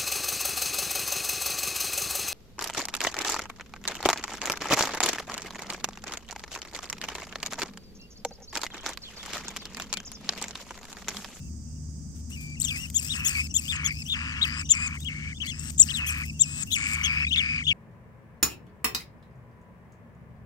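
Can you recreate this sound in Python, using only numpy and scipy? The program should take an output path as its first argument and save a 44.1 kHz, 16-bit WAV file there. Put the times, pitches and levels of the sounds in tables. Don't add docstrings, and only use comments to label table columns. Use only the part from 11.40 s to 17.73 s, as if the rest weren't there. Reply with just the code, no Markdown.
import sys
import numpy as np
from scipy import signal
from scipy.fft import rfft, irfft, next_fast_len
from scipy.io import wavfile
from scipy.ndimage import uniform_filter1d

SR = 44100
rng = np.random.default_rng(int(sys.argv[2]) if len(sys.argv) > 2 else 0)


def voltage_ratio(decibels):
    exponent = np.asarray(decibels, float) / 20
    return 10 ** exponent


def master(y):
    cut = np.clip(np.atleast_2d(y).T, -1, 1)
    pcm = np.round(cut * 32767)
    wavfile.write(sys.argv[1], SR, pcm.astype(np.int16))


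N = 279153

# top_s, top_hz, length_s, level_db, gape_db
BRIGHT_ARCHES = [(1.569, 3636, 0.066, -29.5, 30.5), (1.868, 3496, 0.053, -27, 30.5),
                 (2.168, 3580, 0.061, -26.5, 27), (2.463, 3514, 0.052, -26, 27),
                 (2.707, 3670, 0.078, -26.5, -20), (3.032, 3890, 0.047, -13.5, 4),
                 (3.318, 3560, 0.069, -26.5, 33), (4.095, 3460, 0.076, -27.5, 14.5),
                 (4.412, 3790, 0.054, -29.5, 39.5), (4.684, 3310, 0.05, -29, 22.5),
                 (5.017, 3744, 0.059, -27, 31), (5.338, 3515, 0.055, -20.5, 16),
                 (5.649, 3330, 0.041, -20.5, 24.5), (5.987, 3490, 0.062, -15, 1),
                 (6.29, 3443, 0.058, -14, 0)]
HOARSE_ARCHES = [(6.305, 3340, 0.051, -15, -24), (1.296, 3560, 0.044, -24.5, 4),
                 (1.72, 3830, 0.069, -23.5, 1), (2.005, 2500, 0.05, -24, 20), (2.308, 3680, 0.072, -23, 2),
                 (2.728, 3680, 0.07, -22, 3), (3.672, 3330, 0.058, -25, -8), (4.021, 3280, 0.048, -23, 2),
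                 (3.311, 3400, 0.0378, -24, -8), (5.33, 3930, 0.062, -23.5, -6),
                 (5.662, 3405, 0.054, -19.5, 5)]
# top_s, top_hz, length_s, level_db, gape_db
PEEPS = [(0.94, 2970, 0.071, -40, 20.5), (1.174, 2820, .028, -40, 7), (2.113, 3300, .03, -60, 18),
         (2.262, 2920, 0.04, -37, 0), (2.977, 3400, 0.035, -41, 0), (3.265, 3700, 0.0287, -46, -3),
         (4.508, 4440, .007, -30, -10), (5.935, 4000, .008, -44, -10), (1.805, 2800, 0.068, -38, 23),
         (2.112, 2950, 0.049, -45.5, 37), (2.668, 2970, 0.037, -37, 26), (2.977, 2800, 0.099, -34, 5),
         (3.261, 2930, 0.069, -48, 35), (4.957, 2810, 0.095, -48, 12), (5.286, 2840, 0.047, -38, 4)]
# top_s, top_hz, length_s, level_db, gape_db
LEAD_INS = [(2.145, 3760, 0.008, -49, 38), (3.299, 3960, 0.016, -34.5, 15), (3.631, 3760, 0.055, -41.5, -5),
            (3.979, 3600, 0.05, -40.5, 6), (4.197, 3900, 0.01, -52, 38), (4.386, 3900, 0.011, -42, 36),
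            (5.898, 3830, 0.064, -34, 0), (6.258, 3660, 0.029, -30, 6)]
# top_s, top_hz, length_s, level_db, gape_db
FALLS = [(.961, 2440, .02, -41, 15), (1.245, 3790, 0.079, -29.5, 26), (1.953, 2400, .052, -20.5, -15),
         (2.507, 2375, 0.025, -23, -11), (4.543, 4020, 0.12, -24, -35), (5.961, 3760, .013, -16, -11),
         (5.868, 2650, 0.02, -19, -1), (6.312, 2470, .018, -14.5, -4)]
# top_s, top_hz, length_s, level_db, gape_db
SPIKES = [
    (4.508, 3680, 0.04, -21, -1),
    (5.936, 3640, 0.052, -16, -2),
]
# top_s, top_hz, length_s, level_db, gape_db
CLIMBS = [
    (1.23, 4370, 0.032, -34, 31.2),
]
ARCH_RISE, LEAD_IN_RISE, FALL_RISE, SPIKE_RISE, CLIMB_RISE = .41, .76, .04, .54, .93
OPEN_GAPE_DB = 10
LANDING_HZ = 2500

PARTIALS_DB = [-0.5, -23, -30, -22.5, -43]
# centre_hz, width_hz, share_db
GAPE = [(7390, 867, -0.68), (5800, 792, -3.5), (9320, 2500, -2), (12750, 1100, -3.5)]
OVERTONES_DB = [10, 13.5, 10.5, 3.5, 0, -25, -7.5, -10, 4, 18.5, -3, 11, -9, -18, -13]
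CLIMB_REACH_DB, HOARSE_REACH_DB = 20.5, -10
# frequency_hz, level_db per Hz
BREATH = [(3000, -3), (5500, -10), (7000, -4), (8300, 16.5), (9300, -15), (11500, -17), (13500, -22),
          (15900, -27)]

# start_s, length_s, first_partial_db, second_partial_db, gape_ring_db
BRIGHT_TRILLS = [(.002, 0.089, -71, -87, -90), (0.258, 0.13, -79.5, -77, -90),
                 (0.973, 0.188, -52.5, -68.5, -61), (1.303, 0.16, -46, -58.5, -44),
                 (1.611, 0.16, -52, -54.5, -38), (1.895, 0.18, -49.5, -55, -47),
                 (2.209, .16, -53.5, -59.5, -37.5), (2.481, 0.15, -50.5, -57, -53),
                 (2.756, 0.18, -45, -61.5, -58), (3.05, 0.17, -49, -53.5, -39),
                 (3.343, .14, -40, -61.5, -40), (4.045, 0.062, -44, -54, -58),
                 (4.11, 0.2, -58, -62.5, -36.5), (4.439, 0.14, -66, -63.5, -38.5),
                 (4.722, 0.19, -49.5, -63.5, -56), (5.049, .19, -52.5, -67, -35),
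                 (5.355, 0.2, -44.5, -59.5, -38), (5.677, 0.18, -35.5, -57, -65),
                 (6.015, 0.18, -37, -59, -63)]
# first_hz, third_way_hz, two_thirds_hz, last_hz, throb_depth (0-1)
BRIGHT_TUNES = [(2700, 2700, 2650, 2900, 0.47), (2700, 2720, 2750, 2950, .6),
                (2440, 2400, 2330, 2450, 0.28), (2450, 2450, 2800, 2850, 0.4),
                (2450, 2550, 2900, 2510, 0.9), (2500, 2250, 2600, 2650, 0.6),
                (2400, 2450, 2480, 2560, 0.92), (2400, 2400, 2550, 2720, 0.74),
                (2400, 2400, 2480, 2300, 0.9), (2420, 2450, 2480, 2700, 0.6), (2400, 2420, 2480, 2450, 0.4),
                (2320, 2250, 2000, 2500, 0.7), (2520, 2600, 2750, 2720, 0.7),
                (2550, 1400, 3000, 2600, 0.87), (2400, 2200, 2450, 2700, 0.96),
                (2500, 2550, 2600, 2585, 0.29), (2480, 2450, 2600, 2470, 1), (2400, 2450, 2550, 2650, 0.59),
                (2400, 2450, 2520, 2400, 0.59)]
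# start_s, length_s, tone_db, rasp_db, deep_rasp_db
HOARSE_TRILLS = [(1.308, 0.063, -40, -49, -44), (1.35, 0.14, -56.5, -64, -50),
                 (1.739, 0.28, -38.5, -40.5, -38.5), (2.313, 0.2, -38, -37, -35.5),
                 (2.733, 0.505, -44.5, -36, -35), (3.331, .25, -40.5, -44, -37.5),
                 (3.686, 0.25, -41, -40, -50.5), (4.019, 0.051, -59, -42, -43),
                 (4.119, 0.186, -74, -47.5, -51.5), (4.46, 0.21, -60, -46, -44),
                 (4.577, .27, -37.5, -37.5, -36), (5.051, 0.22, -68, -69, -49.5),
                 (5.365, 0.49, -33, -35, -34.5), (5.954, 0.2787, -34.5, -35.5, -43)]
# first_hz, third_way_hz, two_thirds_hz, last_hz, throb_depth (0-1)
HOARSE_TUNES = [(2590, 2400, 2300, 2330, 0.47), (2020, 2000, 1950, 3500, 0.3),
                (2715, 2620, 2550, 2450, 0.8), (2500, 2500, 2200, 2420, 1), (2650, 2700, 2000, 2650, 0.99),
                (2260, 2100, 2320, 2470, 1), (2190, 2250, 2260, 2350, 0.6), (2420, 2600, 1800, 3400, 0.9),
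                (2500, 2510, 2100, 3100, 0.76), (2470, 2000, 4300, 1800, 1), (2650, 2550, 2480, 2450, 0.7),
                (2440, 3100, 1300, 3400, 1), (2280, 2330, 2300, 2420, 0.8), (2210, 2300, 2340, 2450, 0.8)]
THROB_HZ = 115
THROB_SWELL = .72

# frequency_hz, level_db
LEFT_PORT = [(800, -13), (1800, 0.5), (2250, -2), (2620, 1.5), (3050, -1.5), (3700, 1.5), (4250, 2),
             (4900, 5.5), (6200, 4), (7500, 3), (9500, -14), (11500, -14), (15000, -7.5)]
RIGHT_PORT = [(800, -18), (1800, -8.5), (2250, -9), (2620, -0.5), (3050, -23.5), (3700, -1.5), (4250, -56),
              (4900, -15), (6200, 0), (7500, -16.5), (9500, -7.5), (11500, -23), (15000, -30)]
BURROW_DB, BURROW_T60_S = -14, .04
RIGHT_LAG, HOARSE_LAG = 9, 8
HOARSE_RIGHT_DB = .5

# start_s, hold_s, level_db
SHUFFLES = [(.005, 0.091, -55), (0.756, 0.041, -50), (0.907, 0.05, -41), (1.01, 0.009, -33.5),
            (1.209, 0.11, -32), (1.285, 0.213, -35.5), (1.543, 0.26, -35.5), (1.847, 0.061, -30),
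            (1.924, 0.12, -34.5), (2.162, .15, -36), (2.43, 0.035, -47), (2.516, 0.037, -43),
            (2.59, 0.14, -42), (3.052, 0.028, -39.5), (3.187, .03, -49), (3.31, 0.18, -50),
            (3.552, 0.091, -46.5), (4.062, 0.021, -36), (4.206, 0.13, -40.5), (4.395, 0.15, -35),
            (4.569, 0.0078, -33), (4.667, 0.05, -33), (4.745, 0.12, -39), (4.99, 0.058, -44),
            (5.155, 0.2, -41.5), (5.313, 0.037, -32.5), (5.482, 0.11, -40), (5.616, 0.052, -38),
            (5.717, 0.23, -51), (4.9, .08, -52.5), (5.082, .06, -51), (5.39, .08, -56), (5.963, 0.055, -49),
            (6.06, 0.35, -79), (3.68, .3, -75)]
SHUFFLE_RISE_DB_PER_S, SHUFFLE_SAG_DB_PER_S, SHUFFLE_FALL_DB_PER_S = 907, 16, 402
STILL_DB = -83
# frequency_hz, level_db per Hz
RUSTLE = [(900, -9), (2500, 1.5), (3400, -1), (4100, -5), (5200, 2.5), (8300, 12), (10000, -8),
          (12500, 1.5), (14000, 0.5), (15900, -8.5)]
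# start_s, peak_db
TICKS = [(0.0905, -63), (0.7828, -63), (1.1, -43), (1.2, -46), (4.303, -36), (5.638, -39), (3.296, -53),
         (1.4486, -65), (1.514, -66), (1.6, -39), (1.7, -46), (3.6, -53), (6.287, -46), (5.2, -49),
         (1.5, -28), (3.5433, -46), (3.6037, -35), (3.645, -37), (3.616, -42), (3.631, -46), (3.738, -56),
         (5.737, -50), (5.79, -50), (5.803, -51), (5.816, -50), (5.893, -40), (5.572, -52), (3.689, -43),
         (4.0043, -56), (4.0394, -56), (4.1584, -49), (6.7, -55)]

# frequency_hz, level_db per Hz
INSECTS = [(4300, -41), (4750, -4.5), (5300, -8), (6000, -2.5), (6600, -3.5), (7400, -7.5), (8500, -6),
           (9100, -30)]
INSECT_DB = [
    [-57],
    [-51],
]
# frequency_hz, level_db per Hz
HUSH = [(3000, -3.5), (8500, -3), (9500, -18), (11000, -8), (12500, -2.5), (15500, -3)]
TREBLE_HUSH_DB = -65

# frequency_hz, level_db per Hz
AIR = [(15, -88), (25, -46), (43, -10.5), (64, -7.5), (85, -3.5), (117, -11.5), (151, -11.5), (180, -12.5),
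       (243, -11.5), (365, -31), (482, -37), (772, -41), (4200, -63), (5460, -100), (9240, -120)]
AIR_DB = -36
# frequency_hz, likeness (1 the same, 0 unrelated)
LIKENESS = [(60, 0.5), (180, 1.26), (550, 0.04), (1650, -0.35), (4970, -6.5), (15000, -2.7)]
# frequency_hz, difference_db
LEAN = [(60, 1.5), (180, 7), (550, -1.5), (1650, 8.5), (4970, -7), (15000, -15)]
# shaft_hz, order_1_db, order_2_db, order_3_db
ENGINES = [
    (75.0, -52, -49, -60),
    (75.77, -39.5, -43.5, -60),
    (78.35, -50, -70, -75),
]
# time_s, change_db
ENGINE_SWELL = [(0, 0), (.5, -2), (1, -1), (1.4, -3.5), (1.8, -2), (2.2, 0), (2.55, 0), (2.9, -1), (3.3, 1),
                (3.7, 1.5), (4, -1.5), (4.5, 0.5), (4.9, 2), (5.3, -4.5), (5.7, 0.5), (6, 2.5), (6.33, 2)]
ENGINE_TRIM_DB, BEAT_TOP_S = .5, .49


def at_hz(points, hz):
    table = np.array(points)
    return np.interp(np.log(np.maximum(hz, 1)), np.log(table[:, 0]), table[:, 1])


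def coloured(x, gain):
    size = next_fast_len(N + SR // 4)
    hz = np.arange(size // 2 + 1) * SR / size
    return irfft(rfft(x, size) * gain(hz), size)[..., :N]


def rms_one(x):
    return x / np.sqrt(np.mean(x ** 2) + 1e-20)


def drift(rate_hz):
    return rms_one(coloured(rng.standard_normal(N), lambda hz: 1 / (1 + (hz / rate_hz) ** 2)))


def add(track, at_s, sound):
    i = round(at_s * SR)
    track[i:i + len(sound)] += sound[:N - i]


def all_whistles():
    kinds = [(BRIGHT_ARCHES + HOARSE_ARCHES + PEEPS, ARCH_RISE, .8, 2, .79),
             (LEAD_INS, LEAD_IN_RISE, .8, 2, .8),
             (FALLS, FALL_RISE, .98, 2, .5),
             (SPIKES, SPIKE_RISE, .72, .8, .55),
             (CLIMBS, CLIMB_RISE, .57, 1.1, 3.0)]
    rows = []
    for table, rise, start, up, down in kinds:
        for s, hz, length, db, gape in table:
            rows.append((s, hz, start * hz, rise * length, (1 - rise) * length, db, up, down, gape))
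    others = len(rows) - len(OVERTONES_DB) - 1
    reach_db = OVERTONES_DB + [HOARSE_REACH_DB] * others + [CLIMB_REACH_DB]
    return [row[:-1] + (db, row[-1]) for row, db in zip(rows, reach_db)]


def whistles(table, flutter, wobble, breath):
    out = np.zeros(N)
    for top_s, top_hz, start_hz, rise_s, fall_s, level_db, up, bend, reach_db, gape_db in table:
        t = np.arange(-round(rise_s * SR), round(fall_s * SR)) / SR
        u = abs(np.where(t < 0, t / rise_s, t / fall_s))
        i = np.minimum(np.round((top_s + t) * SR).astype(int), N - 1)
        low_hz = max(start_hz, min(2450, .95 * top_hz))
        rising = top_hz - (top_hz - low_hz) * u ** up
        falling = top_hz - (top_hz - min(LANDING_HZ, .9 * top_hz)) * np.sin(np.pi / 2 * u ** bend) ** 2
        unsteady = 1 + .006 * wobble[i] + .012 * flutter[::-1][i // 3]
        hz = np.where(t < 0, rising, falling) * unsteady
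        phase = 2 * np.pi * np.cumsum(hz) / SR
        swell = voltage_ratio(level_db - np.where(t < 0, 6.0, 12.0) * u ** 1.6)
        swell = swell * np.clip((1 - u) * np.where(t < 0, 12.0, 5.0), 0, 1)
        sound = voltage_ratio(gape_db * .75 - 40) * breath[i]
        rasp = .022 * max(gape_db - 15, 0)
        for k, partial_db in enumerate(PARTIALS_DB, 1):
            lit = sum(voltage_ratio(db) * np.exp(-((k * hz - f) / width) ** 2) for f, width, db in GAPE)
            shake_db = (1.8 + .02 * max(gape_db, 0) + .04 * gape_db * lit) * flutter[i]
            extra_db = reach_db * (k > 2) + .3 * min(reach_db, 0) * (k == 2)
            gape_boost_db = gape_db * lit * (.8 if k == 3 else 1)
            strength = voltage_ratio(partial_db + extra_db + gape_boost_db + shake_db)
            sound = sound + strength * np.sin(k * phase + rasp * lit * wobble[i])
        add(out, top_s + t[0], swell * sound)
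    return out


def trill(start_s, length_s, tune, dip, wobble):
    t = np.arange(round(length_s * SR)) / SR
    slow = wobble[np.minimum(round(start_s * SR) + np.arange(len(t)), N - 1)]
    turn = rng.random() + np.cumsum(THROB_HZ * (1 + .06 * slow)) / SR
    which = turn.astype(int) % 99
    depth, part = np.clip(tune[4], 0, 1), turn % 1
    ramp = np.minimum(part / THROB_SWELL, (1 - part) / (1 - THROB_SWELL))
    throb = 1 - depth * (1 - np.sin(np.pi / 2 * ramp) ** 2)
    strength = voltage_ratio(2.5 * depth * rng.standard_normal(99))[which]
    flick = np.clip((t - length_s + .019) / .019, 0, 1)
    line = np.interp(3 * t / length_s, range(4), tune[:4])
    line = uniform_filter1d(line, size=len(t) // 6, mode="nearest")
    hz = line * (1 - dip * (1 - throb) ** 2 * (1 - flick)) * (1 - .2 * flick ** 2)
    hz = hz * (1 + depth * (.01 + .014 * t / length_s) * rng.standard_normal(99)[which])
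    edges = np.clip(np.minimum(t / .00066, (length_s - t) / .0061), 0, 1)
    gate = np.maximum(throb * strength, 1.43 * flick)
    return gate, 2 * np.pi * np.cumsum(hz) / SR, edges, turn


def bright_trills(wobble, flutter, breath):
    out = np.zeros(N)
    for (start_s, length_s, first_db, second_db, ring_db), tune in zip(BRIGHT_TRILLS, BRIGHT_TUNES):
        gate, phase, edges, _ = trill(start_s, length_s, tune, .04, wobble)
        here = slice(round(start_s * SR), round(start_s * SR) + len(gate))
        left_s = np.arange(len(gate))[::-1] / SR
        shut = max(1 - tune[0] / tune[3], 0) * np.linspace(1, 0, len(gate))
        waver = voltage_ratio(2.5 * flutter[here])
        uneven = .7 * np.clip(tune[4], .2, 1) * flutter[::-1][here]
        phase = phase + uneven * np.clip(left_s / .03 - .5, 0, 1)
        first = voltage_ratio(first_db + 12.5) / np.sqrt(waver) * np.sin(phase)
        voice = waver * (voltage_ratio(second_db + 14.5) * np.sin(2 * phase) + first)
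        third = (.52 * waver ** 2 + .26 * (left_s < .016)) * np.sin(3 * phase)
        ring = voltage_ratio(ring_db + 9.5 - 316 * shut) * (third + .81 * breath[here])
        add(out, start_s, edges * ((.13 + gate ** 1.4) * voice + (.4 + .5 * gate) * ring))
    return out


def hoarse_trills(wobble):
    out, slaps, deep = np.zeros((3, N))
    for (start_s, length_s, tone_db, rasp_db, deep_db), tune in zip(HOARSE_TRILLS, HOARSE_TUNES):
        gate, phase, edges, turn = trill(start_s, length_s, tune, .26, wobble)
        burst = .06 + np.minimum(gate, 1.3) ** 1.9
        tone = np.sin(phase) + .035 * np.sin(2 * phase)
        add(out, start_s, voltage_ratio(tone_db + 11) * edges * burst * tone)
        between = (.5 - .5 * np.cos(4 * np.pi * turn)) ** 2 * (1.3 - np.minimum(gate, 1))
        slap_hz = 900 + 1250 * (2 * turn % 1)
        slap_hz = slap_hz + 380 * rng.standard_normal(199)[(2 * turn).astype(int) % 199]
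        sweep = np.sin(2 * np.pi * np.cumsum(slap_hz) / SR)
        age_s = np.arange(len(gate)) / SR
        swell = np.clip(age_s / .015, .4, 1) * np.clip((age_s[::-1] - .005) / .015, .05, 1)
        swell = swell * voltage_ratio(.8 * wobble[round(start_s * SR):][:len(gate)])
        rough = 1.9 * sweep + 2.0 * rng.standard_normal(len(gate))
        rasp = edges * swell * (.16 + between) * rough
        add(slaps, start_s, voltage_ratio(rasp_db + 7.0) * rasp)
        add(deep, start_s, voltage_ratio(deep_db + 9.5) * rasp)
    # frequency_hz, level_db
    throat = [(600, -35.5), (1000, -3.0), (1500, -6.0), (2100, -1.5), (2500, -4.0), (2750, 3.5),
              (3100, -0.5), (3500, -13), (5000, -15), (8000, -37)]

    def low(hz):
        return 1 / (1 + (hz / 1500) ** 6)

    slaps = coloured(slaps, lambda hz: voltage_ratio(at_hz(throat, hz)) * (1 - low(hz)))
    deep = coloured(deep, lambda hz: voltage_ratio(at_hz(throat, hz)) * low(hz))
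    return out + slaps + deep


def burrow(bright, hoarse):
    t = np.arange(round(.1 * SR)) / SR
    scatter = rng.standard_normal((2, len(t))) * voltage_ratio(-60 * t / BURROW_T60_S) * (t > .001)
    scatter = voltage_ratio(BURROW_DB) * scatter / np.sqrt(np.sum(scatter ** 2, axis=1)[:, None])
    left = bright + hoarse
    right = np.roll(bright, RIGHT_LAG) + voltage_ratio(HOARSE_RIGHT_DB) * np.roll(hoarse, HOARSE_LAG)
    both = np.array([left, right]) + signal.fftconvolve(left[None], scatter, axes=1)[:, :N]
    return coloured(both, lambda hz: voltage_ratio(np.array([at_hz(LEFT_PORT, hz), at_hz(RIGHT_PORT, hz)])))


def shuffle_db():
    t, level = np.arange(N) / SR, np.full(N, float(STILL_DB))
    for s, hold_s, db in SHUFFLES:
        rise = SHUFFLE_RISE_DB_PER_S * np.maximum(s - t, 0)
        sag = SHUFFLE_SAG_DB_PER_S * np.maximum(t - s, 0)
        fall = SHUFFLE_FALL_DB_PER_S * np.maximum(t - s - hold_s, 0)
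        level = np.maximum(level, db - rise - fall - sag)
    return level


def rustle():
    grains = rng.standard_normal((2, N)) * voltage_ratio(2.2 * drift(40) + 3.0 * drift(400))
    grains[1] += 1.12 * np.roll(grains[0], RIGHT_LAG)
    grains = rms_one(coloured(grains, lambda hz: voltage_ratio(at_hz(RUSTLE, hz))))
    fine = coloured(grains, lambda hz: hz > 10000)
    coarse = (grains - fine) * voltage_ratio(2.2 * drift(10) + 1.2 * drift(30))
    fine = fine * voltage_ratio(2.8 * drift(15) + 2.4 * drift(90) + np.array([[1.5], [-5]]))
    shuffling = (coarse + fine) * voltage_ratio(shuffle_db() + np.array([[-1.5], [-12]]))
    snaps, t = np.zeros(N), np.arange(500) / SR
    for at_s, peak_db in TICKS:
        burst = rng.standard_normal(500) * t / .0012 * np.exp(-t / .0012)
        add(snaps, at_s, voltage_ratio(peak_db + 4) * burst)
    snaps = coloured(snaps, lambda hz: voltage_ratio(at_hz(RUSTLE, hz)))
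    return shuffling + snaps * voltage_ratio(np.array([[0], [-9.0]]))


def insects():
    throb = voltage_ratio(.54 * np.sin(2 * np.pi * np.cumsum(66.0 + 5.3 * drift(5.1)) / SR))
    chorus = coloured(rng.standard_normal((2, N)),
                      lambda hz: voltage_ratio(at_hz(INSECTS, hz)) * (hz > 3500) * (hz < 10000))
    hush = coloured(rng.standard_normal((2, N)), lambda hz: voltage_ratio(at_hz(HUSH, hz)))
    return voltage_ratio(np.array(INSECT_DB)) * throb * rms_one(chorus) + voltage_ratio(TREBLE_HUSH_DB) * hush


def air():
    def like(hz):
        return np.clip(at_hz(LIKENESS, hz), 0, 1)

    mid, side = rng.standard_normal((2, N))
    mid = coloured(mid, lambda hz: voltage_ratio(at_hz(AIR, hz)) * np.sqrt(1 + like(hz)))
    side = coloured(side, lambda hz: voltage_ratio(at_hz(AIR, hz)) * np.sqrt(1 - like(hz)))
    both = coloured(np.array([mid + side, mid - side]),
                    lambda hz: voltage_ratio(at_hz(LEAN, hz) * np.array([[.5], [-.5]])))
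    return voltage_ratio(AIR_DB - 5.0) * rms_one(both)


def engines():
    out, t = np.zeros(N), np.arange(N) / SR
    swell_db = ENGINE_TRIM_DB + np.interp(t, *np.transpose(ENGINE_SWELL))
    for hz, *orders_db in ENGINES:
        for k, level_db in enumerate(orders_db, 1):
            strength = voltage_ratio(level_db + swell_db + .28 * drift(1.0))
            out += strength * np.sin(2 * np.pi * k * hz * (t - BEAT_TOP_S))
    return out


def scene():
    flutter, wobble, slow = drift(262), drift(106), drift(12.83)
    breath = rms_one(coloured(rng.standard_normal(N), lambda hz: voltage_ratio(at_hz(BREATH, hz))))
    rows = all_whistles()
    wide = [row for row in rows if row[-1] > OPEN_GAPE_DB]
    narrow = [row for row in rows if row[-1] <= OPEN_GAPE_DB]
    bright = whistles(wide, flutter, wobble, breath) + bright_trills(slow, flutter, breath)
    hoarse = whistles(narrow, flutter, wobble, breath) + hoarse_trills(slow)
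    return burrow(bright, hoarse) + rustle() + insects() + air() + engines()


def low_pass(x):
    return signal.sosfilt(signal.butter(12, 15960, fs=SR, output="sos"), x)


def record(dry):
    rounded = .88 * np.tanh(dry / .88)
    return low_pass(coloured(rounded, lambda hz: hz < 15830))


dry = scene()
out = record(dry)
master(out)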